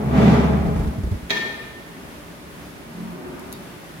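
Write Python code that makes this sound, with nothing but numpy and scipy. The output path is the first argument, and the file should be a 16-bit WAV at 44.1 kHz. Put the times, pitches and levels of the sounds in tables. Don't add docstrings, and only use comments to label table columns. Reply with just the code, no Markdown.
import sys
import numpy as np
from scipy import signal
from scipy.fft import rfft, irfft
from scipy.io import wavfile

SR = 44100
rng = np.random.default_rng(int(sys.argv[2]) if len(sys.argv) > 2 else 0)


def inscribe(sig):
    pcm = np.round(np.clip(np.atleast_2d(sig).T, -1, 1) * 32767)
    wavfile.write(sys.argv[1], SR, pcm.astype(np.int16))


N = 176400
T, F = np.arange(N) / SR, np.arange(N // 2 + 1) * SR / N
MIC_SPACING_M, SOUND_M_S = 0.17, 343


def carriage():
    # time in seconds, speed in dB re full speed.
    speed_curve = [(0, -12.5), (.1, -9), (.19, -0.5), (.32, 0), (.45, -3), (.6, -7.5), (.8, -13.5),
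                   (1.0, -21.5), (1.2, -26.5), (1.32, -59)]
    # frame resonance in Hz, relative level in dB.
    frame_modes = [(126, -3.5), (143, -2), (168, -0.5), (207, 0), (223, -1.5), (248, -4.5), (297, -12.5),
                   (394, -8.5), (421, -9.5), (567, -14.5), (646, -11.5), (871, -18.5), (1171, -20.5)]
    # frequency in Hz, relative noise density in dB.
    roll_spectrum = [(30, -20), (100, -20), (130, 0.5), (240, 4), (285, -8), (460, -1), (530, -11.5),
                     (680, -5.5), (760, -8.5), (930, -9.5), (1150, -15), (1700, -20), (2300, -23),
                     (4000, -57)]
    hiss_spectrum = [(400, -18), (1000, 3.5), (2200, 1), (3500, -3.5), (5000, -11.5), (7500, -16.5),
                     (9000, -29), (11500, -18.5), (13000, -42), (16000, -44)]
    speed_db = curve(speed_curve, fall_db_s=60)
    frame = tones(frame_modes, wander_hz=3.04, swing_db=3.5) * undb(-22 + 0.95 * speed_db)
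    body = ripple()
    flutter_db = 1.1 * walk(rate_hz=30)
    roll = noise(colour(roll_spectrum) * body) * undb(-16.5 + 1.06 * speed_db + flutter_db)
    hiss = noise(colour(hiss_spectrum) * body) * undb(-29.5 + 1.91 * speed_db + flutter_db / 2)
    return frame + roll + hiss


def arm_drone():
    # time in seconds, level in dB.
    level_curve = [(0, -39.5), (.14, -23.5), (.28, -24.5), (.5, -23), (.64, -25), (.74, -27), (.95, -39)]
    pitch_hz = 72.5 * (1 + 0.011 * walk(rate_hz=4.4))
    phase = 2 * np.pi * np.cumsum(pitch_hz) / SR
    pan_db, spread_rad = 0.5, 0.5
    sides = np.array([[0.5], [-0.5]])
    level_db = curve(level_curve, fall_db_s=60) + sides * pan_db
    return np.sqrt(2) * np.sin(phase - sides * spread_rad) * undb(level_db)


def thumps():
    # start in seconds, envelope peak in dB, pitch in Hz.
    hits = [(0.597, -19, 84), (0.657, -15, 68.4), (.757, -13.5, 73), (0.791, -13.5, 58.6), (0.829, -20, 45),
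            (0.869, -14.5, 62), (.979, -18, 97), (1.031, -14.5, 65), (1.064, -20.5, 57.3), (1.111, -14, 91),
            (1.141, -21.5, 62), (1.223, -27, 62.4)]
    # frequency in Hz, relative noise density in dB.
    knock_spectrum = [(40, -19), (110, 0.5), (220, 0), (400, -13), (900, -29), (3000, -38)]
    rise_s, decay_s, scatter_rad = 0.0042, 0.017, 0.3
    swings, knock_env = 0, 0
    for start_s, db, hz in hits:
        age = np.maximum(T - start_s, 0)
        env = (1 - np.exp(-(age / rise_s) ** 2)) * np.exp(-age / decay_s)
        env *= undb(db) / env.max()
        mic_phase = scatter_rad * rng.standard_normal((2, 1))
        swings += env * np.sin(2 * np.pi * hz * age + mic_phase)
        knock_env += env
    return swings + undb(-11) * knock_env * noise(colour(knock_spectrum))


def stop_clank(room):
    # start in seconds, relative strength in dB.
    blows = [(1.298, -11), (1.3045, 1.5), (1.3071, -3.5), (1.3093, -3), (1.3140, -6.5), (1.3315, -15),
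             (1.357, -12), (1.3648, -11.5), (1.3705, -9), (1.379, -12), (1.413, -17)]
    # frequency in Hz, relative level in dB, T60 in seconds.
    steel_modes = [(1794, -4, .25), (1810, -8, 0.96), (1817, 2.5, 0.041), (1857, -1.5, .06),
                   (2230, -5, .05), (2270, -8, 0.14), (2363, -5.5, .05), (2430, -7.5, .09),
                   (2651, -11, 0.063), (3245, -4, 0.039), (3290, -7.5, 0.23), (3343, 1, 0.052),
                   (3785, 3, 0.035), (4100, -6, .045), (4265, -6, 0.046), (5260, -8, 0.02),
                   (6180, -3.5, .01)]
    # frequency in Hz, relative noise density in dB.
    crack_spectrum = [(100, -3), (220, 6), (420, 2.5), (750, 0.5), (1450, -4.5), (1800, 4.5), (2200, 1.5),
                      (2800, -0.5), (3350, -6), (4500, -9.5), (6800, -15.5), (9000, -28), (15000, -26)]
    chatter_spectrum = [(900, -17), (1700, 0), (2400, 5), (2900, -5), (3350, 2), (4300, -10), (7000, -17),
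                        (9000, -26)]
    ring, age = np.zeros((2, N)), T[:SR]
    hz, mode_db, t60_s = np.array(steel_modes).T[:, :, None]
    for start_s, blow_db in blows:
        phase = rng.uniform(0, 2 * np.pi, (2,) + hz.shape)
        pitch_hz = hz * (1 + 0.003 * rng.standard_normal(hz.shape))
        env = undb(mode_db + blow_db - 22) * np.exp(-np.log(1000) * age / t60_s)
        modes = env * np.sin(2 * np.pi * pitch_hz * age + phase)
        start = int(start_s * SR)
        ring[:, start:start + SR] += modes.sum(axis=1)
    crack = noise(colour(crack_spectrum)) * bursts(blows, decay_s=0.0042) * undb(-22)
    chatter = noise(colour(chatter_spectrum)) * bursts(blows, decay_s=0.028)
    chatter *= undb(-43.5 + 3 * walk(rate_hz=220))
    contact = crack + chatter
    room_send = undb(-4.5) * ring[0] + undb(3) * contact[0]
    return ring + contact + echo(room_send, room)


def rumble():
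    # resonance in Hz, relative level in dB.
    boom_modes = [(178, -0.27), (222, -0.77)]
    # time in seconds, gain in dB.
    boom_curve = [(2.68, -71), (2.85, -49.5), (2.96, -41), (3.03, -35), (3.13, -38), (3.25, -51),
                  (3.45, -54), (3.75, -56), (4, -69)]
    rush_curve = [(1.4, -65), (2.05, -46.5), (2.4, -51), (2.72, -56), (3.0, -40), (3.27, -35.5), (3.5, -38),
                  (3.75, -47.5), (4, -62)]
    # frequency in Hz, relative noise density in dB.
    rush_spectrum = [(70, -24), (130, -7.5), (200, -4), (260, 2), (320, -11), (378, 1), (440, -12.5),
                     (600, -9.5), (1200, -14.5), (2500, -26.5), (6000, -67)]
    boom = tones(boom_modes, wander_hz=6.12, swing_db=2) * undb(curve(boom_curve))
    rush = noise(colour(rush_spectrum) * ripple()) * undb(curve(rush_curve))
    return boom + rush


def ticks(room):
    # start in seconds, level in dB.
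    contacts = [(3.395, -37), (3.519, -37), (3.5265, -25), (3.536, -36), (3.551, -44)]
    # frequency in Hz, relative noise density in dB.
    click_spectrum = [(1500, -25), (3100, -16), (3800, 1), (5500, -4), (7000, 1), (9000, -12), (11000, 10),
                      (13000, -4), (16000, 0)]
    ring_spectrum = [(2800, -35), (3700, 0), (4100, -8), (4500, -1), (5600, -30)]
    click = noise(colour(click_spectrum)) * bursts(contacts, decay_s=0.0023)
    ring = noise(colour(ring_spectrum)) * bursts(contacts, decay_s=0.025) * undb(-22.5)
    direct = click + ring
    return direct + undb(-12) * echo(direct[0], room)


def hum_and_air():
    # frequency in Hz, level in dB.
    hum_lines = [(71, -57), (148, -60), (173, -56), (297, -54), (350, -61), (403, -59), (570, -60.5),
                 (1077, -70)]
    # frequency in Hz, relative noise density in dB.
    air_spectrum = [(20, -36), (35, -10), (52, 1.5), (100, -4.5), (170, 1.5), (260, -3), (450, -5.5),
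                    (800, -8.5), (2000, -12.5), (4000, -20), (7500, -26), (11000, -24), (15500, -29.5)]
    air = noise(colour(air_spectrum) * np.sqrt(ripple())) * undb(-40 + 0.59 * walk(rate_hz=4.1))
    return tones(hum_lines, wander_hz=1.43, swing_db=3.5) + air


def workshop_response():
    # frequency in Hz, T60 in seconds.
    decay_times = [(200, 1.33), (1000, 1.47), (2000, 1.3), (3300, 1.19), (6000, 0.91), (14000, 0.78)]
    rise_s = 0.003
    hz, t60s = np.array(decay_times).T
    white, tail = rfft(noise(1)), 0
    for weights, t60_s in zip(np.eye(len(hz)), t60s):
        band = irfft(white * np.interp(np.log(F + 1), np.log(hz), weights), N)
        tail += band * np.exp(-np.log(1000) * T / t60_s)
    tail *= 1 - np.exp(-T / rise_s)
    return tail / np.sqrt(np.sum(tail ** 2) / 2)


def echo(mono, room):
    return signal.fftconvolve(mono[None], room, axes=1)[:, :N]


def tones(rows, wander_hz, swing_db):
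    total = 0
    for hz, db in rows:
        phase = 2 * np.pi * np.cumsum(hz + wander_hz * walk(7.4)) / SR + rng.uniform(0, 2 * np.pi)
        apart_rad = np.pi * hz * MIC_SPACING_M / SOUND_M_S * walk(2.6) / 2
        amplitude = np.sqrt(2) * undb(db + swing_db * walk(9.2))
        total += amplitude * np.sin(phase + np.array([apart_rad, -apart_rad]))
    return total


def noise(gain):
    mid, side = rfft(rng.standard_normal((2, N))) * gain
    coherence = 0.77 * np.sinc(2 * F * MIC_SPACING_M / SOUND_M_S)
    x = irfft(mid * np.sqrt(1 + coherence) + np.array([[1], [-1]]) * side * np.sqrt(1 - coherence), N)
    return x / x.std()


def colour(rows):
    hz, db = np.array(rows).T
    gain = undb(np.interp(np.log(F + 1), np.log(hz), db))
    return gain / np.hypot(1, (F / hz[-1] / 2) ** 2) * np.minimum(F / hz[0], 1)


def ripple(spacing_hz=14, depth_db=3):
    grid_hz = np.arange(0, SR / 2, spacing_hz)
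    return undb(depth_db * np.interp(F, grid_hz, rng.standard_normal(SR)[:len(grid_hz)]))


def walk(rate_hz):
    x = irfft(rfft(rng.standard_normal(N)) / (1 + (F / rate_hz) ** 4), N)
    return x / x.std()


def bursts(rows, decay_s):
    return sum(undb(db) * (T >= at) * np.exp(-np.abs(T - at) / decay_s) for at, db in rows)


def curve(rows, fall_db_s=0):
    return np.interp(T, *np.array(rows).T) - fall_db_s * np.maximum(T - rows[-1][0], 0)


def undb(db):
    return 10 ** (np.asarray(db) / 20)


def scene():
    room = workshop_response()
    printer = carriage() + arm_drone() + thumps() + stop_clank(room)
    return printer + rumble() + ticks(room) + hum_and_air()


def record(dry):
    lag_s, low_cut_hz, top_hz, ceiling = 0.0002, 26, 15900, 1.8
    x = np.array([np.roll(dry[0], int(lag_s * SR)), dry[1]])
    x = signal.sosfilt(signal.butter(4, low_cut_hz, "high", fs=SR, output="sos"), x)
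    x = ceiling * np.tanh(x / ceiling)
    return signal.sosfilt(signal.ellip(10, .1, 80, top_hz, fs=SR, output="sos"), x)


dry = scene()
out = record(dry)
inscribe(out)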